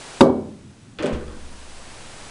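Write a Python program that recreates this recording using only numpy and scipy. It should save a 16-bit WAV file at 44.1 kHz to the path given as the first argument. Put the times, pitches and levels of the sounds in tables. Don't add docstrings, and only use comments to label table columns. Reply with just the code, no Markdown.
import sys
import numpy as np
from scipy import signal
from scipy.io import wavfile

SR = 44100
rng = np.random.default_rng(int(sys.argv[2]) if len(sys.argv) > 2 else 0)


def generate_wav(signal):
    frames = np.transpose(np.atleast_2d(signal))
    scaled = np.clip(frames, -1, 1) * 32767
    pcm = np.round(scaled).astype(np.int16)
    wavfile.write(sys.argv[1], SR, pcm)


def level_to_linear(level):
    exponent = np.asarray(level, float) / 20
    return 10 ** exponent


N = 101430

# frequency in Hz, level in dB per Hz.
HISS_COLOUR = [(28, 13), (60, -5), (90, 1.5), (250, 2), (620, 1.5), (3000, -4.5), (8000, -8.5),
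               (10200, -9.5)]
# frequency in Hz, level in dB per Hz.
ROOM_COLOUR = [(50, -20), (200, -0.5), (500, 3), (1300, -15), (1800, -19.5), (2400, -18.5), (5000, -27.5),
               (10000, -32.5)]
# frequency in Hz, time to fall 60 dB in seconds.
ROOM_T60 = [(80, 0.91), (250, 0.6), (1000, 0.44), (2500, 0.33), (5000, 0.18), (10000, 0.16)]
# time in seconds, level in dB.
ROLL_LEVEL = [
    (0.202, -50),
    (.3, -36),
    (0.599, -29.5),
    (.8, -31.5),
    (.98, -31),
    (1.05, -50.5),
]
# frequency in Hz, level in dB per Hz.
ROLL_COLOUR = [(40, -25), (70, -14), (98, 6), (140, -3), (210, -2), (350, -10.5), (500, -34), (2000, -54)]
# frequency in Hz, level in dB, time to fall 60 dB in seconds.
SHUDDER = [(76, -19, .5), (110, -21, .4), (180, -20, .3)]
# frequency in Hz, level in dB,
# time to fall 60 dB in seconds.
FRAME_AND_FLOOR = [(70.4, -8.5, 0.35), (14.38, -26.5, 2), (11.24, -23, 3.84), (18.8, -30, 1.2),
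                   (30.2, -26, 0.55), (116, -21, 0.56), (23.85, -24, 1.8),
                   (64.47, -20.5, 2.23), (70.66, -20.5, 1.25)]
# frequency in Hz, level in dB, time to fall 60 dB in seconds.
SETTLE = [(213, -33, 0.22), (256, -33, 0.27), (952, -28, 0.14)]
SETTLE_AGAIN_S = [0.032, .075, .10]
# time in seconds, hard tick in dB, top of the tick in Hz, wooden knock in dB.
RATTLE = [(0.9872, -4.5, 5000, -11.5), (0.9999, -12, 3000, -3), (1.0082, -31, 3000, -14),
          (1.0117, -34, 3000, -30), (1.026, -7, 10000, -2), (1.034, -16, 4000, 2.5),
          (1.039, -28, 4000, 5.5), (1.047, -12, 3000, -5.5), (1.0595, -7.5, 12000, -12),
          (1.087, -31, 7000, -17), (1.112, -38, 3000, -16.5), (1.127, -15, 8640, -10.5),
          (1.138, -19.5, 8000, -24), (1.146, -26, 5000, -15.5), (1.21, -22, 1500, -25.5),
          (1.28, -22.5, 1300, -32), (1.30, -27, 1300, -25), (1.32, -30, 1300, -25.5)]
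# frequency in Hz, level in dB, time to fall 60 dB in seconds.
POCKET_MODES = [(150, -24, 0.26), (213.6, -7.5, 0.76), (264, -6, 0.52), (312.4, 3, 0.42), (357, -8, 0.53),
                (396.4, 1.5, 0.16), (489.7, -1, 0.55), (585.4, 2, 0.27), (742, -7, .3), (739, -5.5, 0.29),
                (453, 5, 0.046)]
# frequency in Hz, level in dB, time to fall 60 dB in seconds.
LIP_MODES = [(1500, -11, 0.034), (2470, -11.5, 0.024), (3400, -11, 0.012), (5020, -21, 0.012)]
# frequency in Hz, level in dB, time to fall 60 dB in seconds.
TIP_KNOCK = [(146, -7.5, 0.035), (532, 3, 0.015), (926, 2, 0.11), (1500, -4.5, 0.046)]
# frequency in Hz, level in dB.
SHAFT_MODES = [(2790, -6), (3295, -13), (3730, -1), (4680, -7), (6200, -22)]
# frequency in Hz, level in dB, time to fall 60 dB in seconds.
TABLE_MODES = [(89.5, -15.5, 1.0), (152.4, -18, 0.96), (176, -11, 0.29), (214.6, -9, 0.85),
               (250.3, 1.5, 0.46), (261.7, -6.5, 0.69), (309, -5, 0.51), (372, -8.5, 0.56), (385, 3, 0.43),
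               (459, -4, 0.38), (541, 1.5, 0.3), (576, -14, 0.66), (770, -12, .5), (870, -12.5, 0.43)]
# frequency in Hz, level in dB, time to fall 60 dB in seconds.
RAIL_MODES = [(942, -13.5, 0.39), (1010, -17, 0.52), (1156, -8.5, 0.32), (1300, -31, 0.18),
              (1395, -25, 0.46)]

HISS_DB, WHINE_HZ, WHINE_DB = -38.5, 7852, -60
SHUDDER_S, THUD_S, SETTLE_S, THUD_CONTACT_S = 0.99, 1.128, 1.44, 0.005
CONTACT_S, BASS_CUT_HZ, STRIKE_SPREAD_DB = 0.00027, 87, 3
BOUNCE_S, BOUNCE_DB = 0.0062, -3
RATTLE_TAIL_DB, RATTLE_TICK_TAIL_DB = 1.5, 14.5
CUE_S, TABLE_DB, CUE_TICK_DB, CUE_TAIL_DB = 0.2072, 2.5, -7.5, 18.5
DULL_HZ, BRIGHT_DB = 1490, -1.5
SHAFT_LAG_S, SHAFT_SWELL_S, SHAFT_DB = 0.0018, 0.0029, -5
SLATE_HZ, SLATE_DB, SLATE_T60_S = 2246, -19.5, 0.45
HOP_S, HOP_DB = 0.268, -9.5
TWIN_HZ, TWIN_DB, TICK_S = 9, -10.5, 0.0008
DUCK_DB, DUCK_S, HOLD_TO_S, CREEP_S = -15.5, 0.0067, 0.97, 0.64
CUTOFF_HZ, OVERLOAD = 11295, 1.0


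def at_hz(points, hz):
    table = np.array(points)
    return np.interp(np.log(hz), np.log(table[:, 0]), table[:, 1])


def rms_one(x):
    return x / np.sqrt(np.mean(x ** 2) + 1e-20)


def clicks(s, db):
    out = np.full(N, 1e-18)
    out[(np.atleast_1d(s) * SR).astype(int)] = level_to_linear(db)
    return out


def ring(x, hz, t60):
    r = level_to_linear(-60 / (t60 * SR))
    w = 2 * np.pi * hz / SR
    return signal.lfilter([0, np.sin(w)], [1, -2 * r * np.cos(w), r * r], x)


def twin(x, hz, t60):
    neighbour_hz = hz + TWIN_HZ * (1 + hz / 500)
    return ring(x, hz, t60) + level_to_linear(TWIN_DB) * ring(x, neighbour_hz, t60)


def soften(x, s):
    r = np.exp(-1 / (s * SR))
    return signal.lfilter([1 - r], [1, -r], x)


def band(x, low_hz, top_hz):
    edges = [low_hz, min(top_hz, 0.45 * SR)]
    return signal.sosfilt(signal.butter(2, edges, "band", fs=SR, output="sos"), x)


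def noise_bands(colour, shape):
    white = rng.standard_normal((2, N + SR // 2))
    edges = 12.5 * 2 ** np.arange(0, 10.1, 1 / 3)
    out = np.zeros(N)
    for k, (low, high) in enumerate(zip(edges, edges[1:])):
        middle = np.sqrt(low * high)
        sos = signal.butter(2, [low, high], "band", fs=SR, output="sos")
        noise = signal.sosfilt(sos, white[k % 2])[-N:]
        out += level_to_linear(at_hz(colour, middle)) * shape(middle) * noise
    return out


def convolve(x, h):
    return signal.fftconvolve(x, h)[:N]


def tick(x, top_hz, seed):
    burst = 0.43 * seed * np.exp(-np.arange(len(seed)) / SR / TICK_S)
    return band(2 * x + convolve(x, burst), 1100, top_hz)


def microphone_noise():
    steady = np.sin(2 * np.pi * WHINE_HZ * np.arange(N) / SR)
    wavering = rms_one(ring(rng.standard_normal(N), WHINE_HZ, 0.17))
    whine = rms_one(steady + 0.5 * wavering)
    hiss = rms_one(noise_bands(HISS_COLOUR, lambda hz: 1))
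    return level_to_linear(HISS_DB) * hiss + level_to_linear(WHINE_DB) * whine


def room_tail():
    t = np.arange(N) / SR
    dying = noise_bands(ROOM_COLOUR, lambda hz: level_to_linear(-60 * t / at_hz(ROOM_T60, hz)))
    return dying * (1 - np.exp(-t / 0.0034))


def rolling_ball():
    count = N // 1500 + 2
    lumps = np.interp(np.arange(N) / 1500, np.arange(count), rng.standard_normal(count))
    s, db = np.transpose(ROLL_LEVEL)
    level = np.interp(np.arange(N) / SR, s, db, left=-120) + 0.83 * lumps
    return level_to_linear(level) * rms_one(noise_bands(ROLL_COLOUR, lambda hz: 1))


def frame_and_floor():
    settle_times = SETTLE_S + np.array([0] + SETTLE_AGAIN_S)
    out = np.zeros(N)
    for at, modes in [(SHUDDER_S, SHUDDER), (THUD_S, FRAME_AND_FLOOR), (settle_times, SETTLE)]:
        for hz, db, t60 in modes:
            push = soften(clicks(at, 0), min(THUD_CONTACT_S, 0.27 / hz))
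            out += level_to_linear(db) * ring(push, hz, t60)
    return out


def pocket(tail):
    s, tick_db, top_hz, knock_db = np.transpose(RATTLE)
    spread = rng.normal(0, STRIKE_SPREAD_DB, (len(s), 20))
    seeds = rng.standard_normal((len(s), 400))
    knocks, lip, ticks, spikes = np.zeros((4, N))
    for k, (hz, db, t60) in enumerate(POCKET_MODES):
        knocks += (-1) ** k * twin(clicks(s, knock_db + db - 15 + spread[:, k]), hz, t60)
    for k, (hz, db, t60) in enumerate(LIP_MODES):
        lip += (-1) ** k * ring(clicks(s, tick_db + db + spread[:, -1 - k]), hz, t60)
    for at, db, hz, seed in zip(s, tick_db, top_hz, seeds):
        touch_and_echo = clicks([at, at + BOUNCE_S], np.array([db, db + BOUNCE_DB]))
        ticks += tick(touch_and_echo, hz, seed)
        spikes += band(clicks(at, db), 1080, 0.8 * hz + 600)
    wood = band(soften(clicks(s, knock_db), CONTACT_S), BASS_CUT_HZ, 9000)
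    wet = convolve(level_to_linear(RATTLE_TAIL_DB) * wood + level_to_linear(RATTLE_TICK_TAIL_DB) * spikes, tail)
    heavy = band(knocks, BASS_CUT_HZ, 9000) + frame_and_floor()
    return soften(soften(heavy, CONTACT_S), CONTACT_S) + ticks + lip + wet


def cue_shaft():
    t = np.maximum(np.arange(N) / SR - CUE_S - SHAFT_LAG_S, 0)
    swell = (t / SHAFT_SWELL_S) ** 2 * np.exp(-2 * t / SHAFT_SWELL_S) * np.exp(2)
    tones = sum(level_to_linear(db) * np.sin(2 * np.pi * hz * t) * (-1) ** k for k, (hz, db) in enumerate(SHAFT_MODES))
    return swell * tones


def table_body():
    out = np.zeros(N)
    for k, (hz, db, t60) in enumerate(TABLE_MODES + RAIL_MODES):
        push = soften(clicks(CUE_S + 0.0068 + 0.002 * (k % 4), 0), 0.0001)
        out += level_to_linear(db) * (-1) ** k * twin(push, hz, t60)
    for k, (hz, db, t60) in enumerate(TABLE_MODES[3:9]):
        push = soften(clicks(HOP_S + 0.00296 * k, 0), 0.001)
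        out += level_to_linear(db + HOP_DB) * (-1) ** k * ring(push, hz, t60)
    return out


def cue_blow(tail):
    hit = clicks(CUE_S, 0)
    push = soften(clicks(CUE_S + 0.00046, 0), 0.0001)
    dull = signal.sosfilt(signal.butter(4, DULL_HZ, fs=SR, output="sos"), hit)
    bright = band(band(hit, 3000, 14000), 3300, 14000)
    room = convolve(dull + level_to_linear(BRIGHT_DB) * bright, tail)
    knock = sum(level_to_linear(db) * ring(push, hz, t60) for hz, db, t60 in TIP_KNOCK)
    low = band(level_to_linear(TABLE_DB) * table_body() + knock, 45, 12000)
    slate = twin(push, SLATE_HZ, SLATE_T60_S)
    tip_tick = band(tick(hit, 14000, rng.standard_normal(400)), 5300, 14000)
    return (low + level_to_linear(SHAFT_DB) * cue_shaft() + level_to_linear(SLATE_DB) * slate
            + level_to_linear(CUE_TICK_DB) * tip_tick + level_to_linear(CUE_TAIL_DB) * room)


def scene():
    tail = room_tail()
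    return (microphone_noise() + rolling_ball() + pocket(tail) + cue_blow(tail))[None]


def roll_off(x):
    return signal.sosfilt(signal.butter(12, 11490, fs=SR, output="sos"), x)


def record(dry):
    t = np.arange(N) / SR
    fall = 1 - np.exp(-np.maximum(t - CUE_S, 0) / DUCK_S)
    recovery = np.exp(-np.maximum(t - HOLD_TO_S, 0) / CREEP_S)
    ducked = dry * level_to_linear(DUCK_DB * fall * recovery)
    top_cut = signal.cheby2(10, 60, CUTOFF_HZ + 700, fs=SR, output="sos")
    mix = np.clip(signal.sosfilt(top_cut, ducked), -OVERLOAD, OVERLOAD)
    return roll_off(mix)


dry = scene()
out = record(dry)
generate_wav(out)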